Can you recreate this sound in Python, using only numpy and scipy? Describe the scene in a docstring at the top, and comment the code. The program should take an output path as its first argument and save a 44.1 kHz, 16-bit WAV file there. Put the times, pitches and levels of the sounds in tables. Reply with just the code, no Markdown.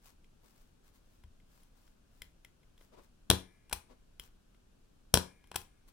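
"""A hand stapler drives two staples through fabric into a small wooden frame on a table in a small room.
Each impact excites the modes of stapler and table: a steel snap, a thump and a faint ring of the spring.
The arm clatters back about 0.4 s later. Light contacts tick as the stapler is placed, and friction
makes the fabric rustle and the frame scuff. A short reverberation and a quiet rumble lie behind it all."""
import sys
import numpy as np
from scipy import signal
from scipy.fft import rfft, irfft
from scipy.io import wavfile
from scipy.ndimage import uniform_filter1d

SR = 44100
rng = np.random.default_rng(int(sys.argv[2]) if len(sys.argv) > 2 else 0)


def master_out(mix):
    """Clip the mix to full scale and print it as 16-bit PCM to the path in sys.argv[1]."""
    frames = np.transpose(np.atleast_2d(mix))
    ceiling = np.clip(frames, -1, 1)
    pcm = np.round(ceiling * 32767).astype(np.int16)
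    wavfile.write(sys.argv[1], SR, pcm)


N = 261279
SIZE, LEAD = 32768, 512  # samples in one sound; samples kept free before an attack
T = np.arange(SIZE) / SR
HZ = np.maximum(np.arange(SIZE // 2 + 1) * SR / SIZE, 1)

# the blade breaks a staple off and sinks it (t/s, relative level/dB, tilt/(dB/octave), ring f/Hz)
DRIVES = [(3.3023, -14.8, -0.6, 3620), (5.1415, -14.5, 0.3, 5330)]
# the arm springs back (t/s, relative level/dB, rattle length/s,
# then the blade coming unstuck: lead/s, relative level/dB, tilt/(dB/octave))
RELEASES = [(3.7278, -33, 0.007, 0.0303, -56.5, -0.5), (5.5587, -30.5, 0.0035, 0.0419, -46, -4.6)]
# modes of the frame on the table (f/Hz, level/dB, T60/s)
TABLE_MODES = [(56, 3, .14), (78, 5.5, .2), (108, 4, .2), (149, -5, .22), (183, -3, .28), (231, -7, .16),
               (275, -8, .3), (310, -13, .24), (366, -6.5, .28), (455, -9.5, .26), (480, -11, .15),
               (512, -7, .2), (651, -12.5, .18), (740, -18, .18), (855, -17, .2), (991, -8, .2)]


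def undb(db):
    """Decibels to amplitude ratio."""
    return 10 ** (np.asarray(db) / 20)


def curve(points, hz=HZ):
    """Interpolation of (f/Hz, value) points on a log-frequency axis."""
    f, value = np.transpose(points)
    return np.interp(np.log(hz), np.log(f), value)


def unit(x):
    """Normalisation to rms 1."""
    return x / np.sqrt(np.mean(np.abs(x) ** 2))


def add(out, s, sound):
    """Superposition: mix a sound in from time s."""
    i = int(round(s * SR))
    sound = sound[..., max(-i, 0):N - i]
    out[..., max(i, 0):max(i, 0) + sound.shape[-1]] += sound


def minimum_phase(gain):
    """Causality: the response with this gain that rings only after the blow."""
    cepstrum = irfft(np.log(gain + 1e-9))
    cepstrum[1:SIZE // 2] *= 2
    cepstrum[SIZE // 2 + 1:] = 0
    return np.exp(rfft(cepstrum))


def resonance(hz, width_hz):
    """Power response of a damped oscillator."""
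    return 1 / (1 + ((HZ ** 2 - hz ** 2) / (HZ * width_hz)) ** 2)


def ring(modes):
    """Free vibration: modes (f/Hz, level/dB, T60/s) decay exponentially."""
    return sum(undb(db - 60 * T / t60) * np.cos(2 * np.pi * hz * T) for hz, db, t60 in modes)


def contact(s, db, length_s, tilt_db, ring_hz, ring_db, thump_db):
    """One impact; tilt_db is per octave, and thump_db is relative to db."""
    return s, db, length_s, tilt_db, ring_hz, ring_db, db + thump_db


def drives():
    """Impact excitation: a bright snap, then duller blows of the head that ring the same part."""
    # the head bottoms out on the frame (t/s, relative level/dB, contact length/s)
    seatings = [(3.3125, -22.5, 0.0028), (5.1544, -28.5, 0.003), (5.1740, -20, 0.001)]
    for s, db, tilt_db, ring_hz in DRIVES:
        yield contact(s, db, length_s=0.003, tilt_db=tilt_db, ring_hz=ring_hz, ring_db=6.3,
                      thump_db=-15.8)
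    for s, db, length_s in seatings:
        thump_db = -19.5 + 10 * np.log10(length_s / 0.0028)  # a longer push moves the table more
        *_, ring_hz = min(DRIVES, key=lambda drive: abs(drive[0] - s))
        yield contact(s, db, length_s, tilt_db=-3.6, ring_hz=ring_hz, ring_db=6.5, thump_db=thump_db)


def releases():
    """Elastic recoil: the blade comes unstuck and scrapes up; the arm hits its stop and rattles."""
    for s, db, rattle_s, lead_s, unstuck_db, unstuck_tilt_db in RELEASES:
        yield contact(s - lead_s, unstuck_db, length_s=0.0033, tilt_db=unstuck_tilt_db,
                      ring_hz=2760, ring_db=6, thump_db=-25)
        yield contact(s - 0.0118, db - 21.5, length_s=0.01, tilt_db=-3.8,
                      ring_hz=1560, ring_db=12, thump_db=-21)
        yield contact(s, db - 2.2, length_s=0.002, tilt_db=-0.8, ring_hz=2400, ring_db=9, thump_db=-21)
        yield contact(s + 0.0027, db, rattle_s, tilt_db=0.3, ring_hz=780, ring_db=4, thump_db=-32)


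def ticks(firm_db=-43):
    """Contact time: a lighter touch lasts longer and sounds duller; smaller parts click brighter."""
    # the stapler is handled and set against the frame, and the last row is the arm bouncing once after the
    # second release (t/s, relative level/dB, ring f/Hz)
    touches = [(.245, -70, 2450), (1.2385, -64, 950), (1.402, -73.5, 2200), (1.634, -70.5, 9800),
               (1.879, -71, 1520), (2.220, -42.5, 2000), (2.449, -52.5, 2000), (2.633, -72, 2200),
               (2.7795, -66.5, 3450), (2.8125, -63, 580), (4.1977, -41, 3000), (4.548, -72, 1250),
               (5.4425, -65, 1000), (5.474, -70, 9000), (5.616, -55, 5640)]
    for s, db, ring_hz in touches:
        softer_db = firm_db - db
        length_s = 0.002 * 2 ** (softer_db / 24)
        tilt_db = 1.6 * np.log2(ring_hz / 2600) - 0.1 * softer_db
        yield contact(s, db, length_s, tilt_db, ring_hz, ring_db=9, thump_db=-25)


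def chatter(length_s, rise=0.055, fall=0.43):
    """Broadband excitation: the spectrum of metal parts meeting abruptly and parting more slowly."""
    progress = (T - LEAD / SR) / length_s
    envelope = (1 + np.tanh((progress + .5) / rise / 2)) * (1 - np.tanh((progress - .5) / fall / 2))
    burst = rng.standard_normal(SIZE) * envelope
    for _ in range(3):  # flatten the spectrum while keeping the burst short
        even = irfft(np.exp(1j * np.angle(rfft(burst))))
        burst = even * np.sqrt(envelope)
    return unit(rfft(burst)) * np.sqrt(length_s * SR)


def blows(contacts, kind, stereo_width, ring_width_hz=450, steepness=1.4):
    """Modal response: each blow rings the stapler, most of all the part hit, and thumps the table."""
    # steel channel and plastic shell (f/Hz, bandwidth/Hz, level/dB in a drive, a release, a tick)
    body_modes = [(444, 580, -3, -6, -19.5), (830, 200, -12.5, 2, -20), (990, 190, -2.5, 2.5, -14.5),
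                  (1494, 300, -2.5, 0, -11), (2070, 230, -26, -20, -4), (2420, 390, -7, 1, -8),
                  (2850, 150, -6, 0, -7), (3260, 330, 2.5, 4, 0), (3550, 250, -5.5, -10, -30),
                  (4060, 300, 1.5, 2, -8.5), (4650, 350, -5, -3, -22), (5200, 260, -7, -0.5, -4.5),
                  (5800, 360, 1, 2.5, -8), (7400, 400, -0.5, 0.5, -6), (7950, 350, -3, 3.5, -31),
                  (9310, 520, 2, 5.5, -8.5), (9720, 300, 1, 2, -4.5), (11280, 750, -4.5, 1.5, -5),
                  (11700, 990, -7.5, -17, -12.5), (13500, 470, -8, 0, -14), (14120, 350, -1, 0, -10),
                  (15276, 200, -7.5, 3, -3)]
    column = ("drive", "release", "tick").index(kind)
    power = sum(undb(levels[column]) ** 2 * resonance(hz, width_hz) ** steepness
                for hz, width_hz, *levels in body_modes)
    # the room gathers all directions, so there the dips between resonances fill in
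    fill = 0.55 * np.minimum(HZ / 1500, 1) ** 2
    diffuse_power = power + fill * (uniform_filter1d(power, size=1400) - power)
    hand_damping = undb(-35 * T)
    thump = signal.lfilter(*signal.butter(1, 950, fs=SR), ring(TABLE_MODES)) * hand_damping
    # short waves radiate a little differently to each side
    spread = stereo_width * np.minimum(HZ / 5000, 1)
    out = np.zeros((2, 2, N))  # direct or into the room, left or right, time
    for s, db, length_s, tilt_db, ring_hz, ring_db, thump_db in contacts:
        touch = undb(tilt_db * np.log2(HZ / 4000) + ring_db * resonance(ring_hz, ring_width_hz))
        mid, side = np.array([chatter(length_s), spread * chatter(length_s)]) / np.sqrt(1 + spread ** 2)
        colours = np.sqrt([power, diffuse_power]) * touch / np.sqrt(np.mean(power * touch ** 2))
        snap = irfft([np.array([mid + side, mid - side]) * minimum_phase(colour) for colour in colours])
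        add(out, s - LEAD / SR, undb(db + 2.5) * snap)
        add(out, s - length_s / 2, undb(thump_db) * thump)
    return out


def steel_shimmer(detune=0.025, scatter_db=3):
    """Beating: clusters of close steel modes ring on, drawn anew for each drive and release."""
    # channel and coil spring (f/Hz, relative level/dB, T60/s)
    steel_modes = [(1470, -30.5, 1.0), (1690, -17, 1.2), (1905, -23, 1.2), (1905, -18.5, 0.61),
                   (2143, -17.5, 1.5), (2370, -14.5, 1.3), (3070, -23, 0.98), (3290, -4.5, .25),
                   (3570, -8, 0.18), (3700, -4, 0.14), (4070, 1, 0.13), (5685, -7.5, 0.42),
                   (8950, -12, .65), (9600, -12, .65), (11400, -17, .6), (15100, -18, .6)]
    hz, db, t60 = np.repeat(np.array(steel_modes, float), 8, axis=0).T
    out = np.zeros(N)
    for events, coupling_db in (DRIVES, -47.5), (RELEASES, -44.2):
        for s, blow_db, *_ in events:
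            offset, share = rng.standard_normal((2, len(hz)))
            shimmer = ring(zip(hz * (1 + detune * offset), db + scatter_db * share, t60))
            add(out, s, undb(coupling_db + blow_db) * shimmer)
    return out


def rubbing(strokes, spectrum, tilt_db, grain_db, stereo_width=0.97):
    """Stick-slip friction: threads catch in uneven grains while a stroke swells and fades."""
    out = np.zeros((2, N))
    middle_s = SIZE / SR / 2
    for s, length_s, db in strokes:
        mid, side, grip = rng.standard_normal((3, SIZE))
        roughness = undb(grain_db * unit(uniform_filter1d(grip, size=90)))
        grains = roughness * np.array([mid + stereo_width * side, mid - stereo_width * side])
        hiss = unit(irfft(rfft(grains) * undb(curve(spectrum) + tilt_db * np.log2(HZ))))
        swell = np.exp(-2 * ((T - middle_s) / length_s) ** 2)
        add(out, s - middle_s, undb(db) * hiss * swell)
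    return out


def fabric_rustle(fidget_count=5, fidget_s=0.12):
    """Friction noise: hands slide on the fabric, and fingers shift as the stapler is lined up."""
    # strokes of the hands (t/s, length/s, level/dB)
    strokes = [(.075, 0.055, -62), (.48, 0.069, -68.5), (.59, 0.12, -72), (.87, 0.043, -69),
               (.96, 0.034, -68), (1.54, 0.06, -73), (1.78, 0.03, -72), (2.828, 0.056, -68.5),
               (3.04, 0.035, -71), (4.24, 0.045, -62.5), (5.888, 0.022, -66.5)]
    # friction spectrum of cloth before the tilt (f/Hz, level/dB)
    cloth_spectrum = [(100, -23), (400, 2), (1000, 4.5), (2500, -1.5), (5000, -1.5), (10000, -5.5),
                      (16000, -4.5)]
    jitter, strength = rng.standard_normal((fidget_count, 2)).T
    times = np.linspace(1.2, 2.2, fidget_count) + fidget_s / 2 * jitter
    fidgets = [(s, fidget_s, db) for s, db in zip(times, -75 + 1.5 * strength)]
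    return rubbing(strokes + fidgets, cloth_spectrum, tilt_db=0.5, grain_db=3.5)


def frame_scuffs():
    """Sliding friction: the wooden frame shifts on the tablecloth."""
    # slips of the frame (t/s, length/s, level/dB)
    slips = [(.45, 0.03, -71), (2.942, 0.025, -59.5), (2.988, 0.034, -58), (3.915, 0.033, -60)]
    # friction spectrum of the frame before the tilt (f/Hz, level/dB)
    wood_spectrum = [(100, -15.5), (300, 4.5), (560, 0), (750, -8.5), (950, -4.5), (1500, -18),
                     (4000, -26.5), (15000, -45)]
    return rubbing(slips, wood_spectrum, tilt_db=2.1, grain_db=0.5)


def table_bumps(cutoff_hz=65):
    """Low-pass excitation: a soft, slow push reaches only the lowest modes of the table."""
    # the stapler's weight settles (t/s, relative level/dB)
    pushes = [(1.241, -50), (2.21, -58), (3.727, -41), (4.196, -55)]
    out = np.zeros(N)
    thud = signal.lfilter(*signal.butter(3, cutoff_hz, fs=SR), ring(TABLE_MODES))
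    for s, db in pushes:
        add(out, s, undb(db) * thud)
    return out


def room(sources, build_s=0.0015, left_lag_s=0.000025):
    """Reverberation: near walls add a short, dense tail to the direct sound, louder on the left."""
    # reverberation time (f/Hz, T60/s)
    decay_times = [(100, .3), (400, 0.3), (1500, .27), (4000, .24), (9000, .24), (16000, 0.18)]
    # gain of the tail against the direct sound (f/Hz, level/dB)
    tail_gain = [(100, -13), (400, -10), (1200, -8), (3000, -9), (6000, -9.7), (10000, -12), (16000, -9.5)]
    # contour of left minus right (f/Hz, level/dB)
    left_excess = [(60, 2), (110, 3), (200, 8.5), (380, 5.5), (700, 5.5), (1290, 8), (2380, 4), (4400, 3.5),
                   (8120, 7.5), (15000, 4.5)]
    centres = np.geomspace(60, 16000, num=9)
    noise = rfft(rng.standard_normal((2, SIZE)))
    noise[1] = np.where(HZ < 200, noise[0], noise[1])  # long waves reach both sides alike
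    tail = 0
    for hz, share in zip(centres, np.eye(len(centres))):
        envelope = undb(-60 * T / curve(decay_times, hz)) * (1 - np.exp(-(T / build_s) ** 2))
        band = irfft(noise * np.interp(np.log(HZ), np.log(centres), share))
        tail = tail + band * envelope / np.linalg.norm(envelope)
    pan_db = np.array([[.5], [-.5]]) * (curve(left_excess) + 0.3)
    direct = undb(pan_db) * np.exp(-2j * np.pi * HZ * np.array([[left_lag_s], [0]]))
    diffuse = rfft(tail) * undb(curve(tail_gain) + pan_db)
    responses = np.roll(irfft([direct, diffuse]), LEAD, axis=2)
    return signal.fftconvolve(sources, responses, axes=2).sum(axis=0)[:, LEAD:LEAD + N]


def room_noise(level_db=-64):
    """Spatial coherence: a quiet rumble is alike on both sides, the thin hiss above it is not."""
    # background spectrum (f/Hz, relative level/dB)
    spectrum = [(20, -1.5), (50, -10.5), (90, -17.5), (150, -18.5), (230, -19.5), (410, -26.5),
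                (900, -34.5), (1550, -34.5), (2000, -42), (2700, -38), (4800, -42), (5700, -42),
                (10000, -45.5), (16000, -53.5)]
    # likeness of the two sides (f/Hz, correlation)
    coherence = [(60, 0.97), (130, 0.83), (300, 0.067), (700, 0.025)]
    # left minus right (f/Hz, level/dB)
    left_excess = [(40, 0.5), (250, 3), (8000, 2)]
    hz = np.maximum(np.arange(N // 2 + 1) * SR / N, 1)
    likeness = curve(coherence, hz)
    colour = undb(curve(spectrum, hz)) * np.minimum(hz / 20, 1) ** 2
    mid, side = rfft(rng.standard_normal((2, N))) * colour * np.sqrt([1 + likeness, 1 - likeness])
    pan = undb(np.array([[.5], [-.5]]) * curve(left_excess, hz))
    noise = irfft(np.array([mid + side, mid - side]) * pan, N)
    return noise / irfft(mid, N).std() * undb(level_db)


def scene():
    """Superposition of stapler, fabric and frame in the room."""
    stapler = (blows(drives(), "drive", stereo_width=0.75, ring_width_hz=1100)
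               + blows(releases(), "release", stereo_width=0.54)
               + blows(ticks(), "tick", stereo_width=0.45, steepness=1.7))
    handling = fabric_rustle() + frame_scuffs() + table_bumps()
    return room(stapler + steel_shimmer() + handling) + room_noise()


def record(dry, ceiling=0.85, cutoff_hz=15900):
    """Soft saturation rounds the loudest peaks; a steep low-pass cuts the highest treble."""
    rounded = ceiling * np.tanh(dry / ceiling)
    return signal.sosfilt(signal.ellip(10, .1, 80, cutoff_hz, fs=SR, output="sos"), rounded)


dry = scene()
out = record(dry)
master_out(out)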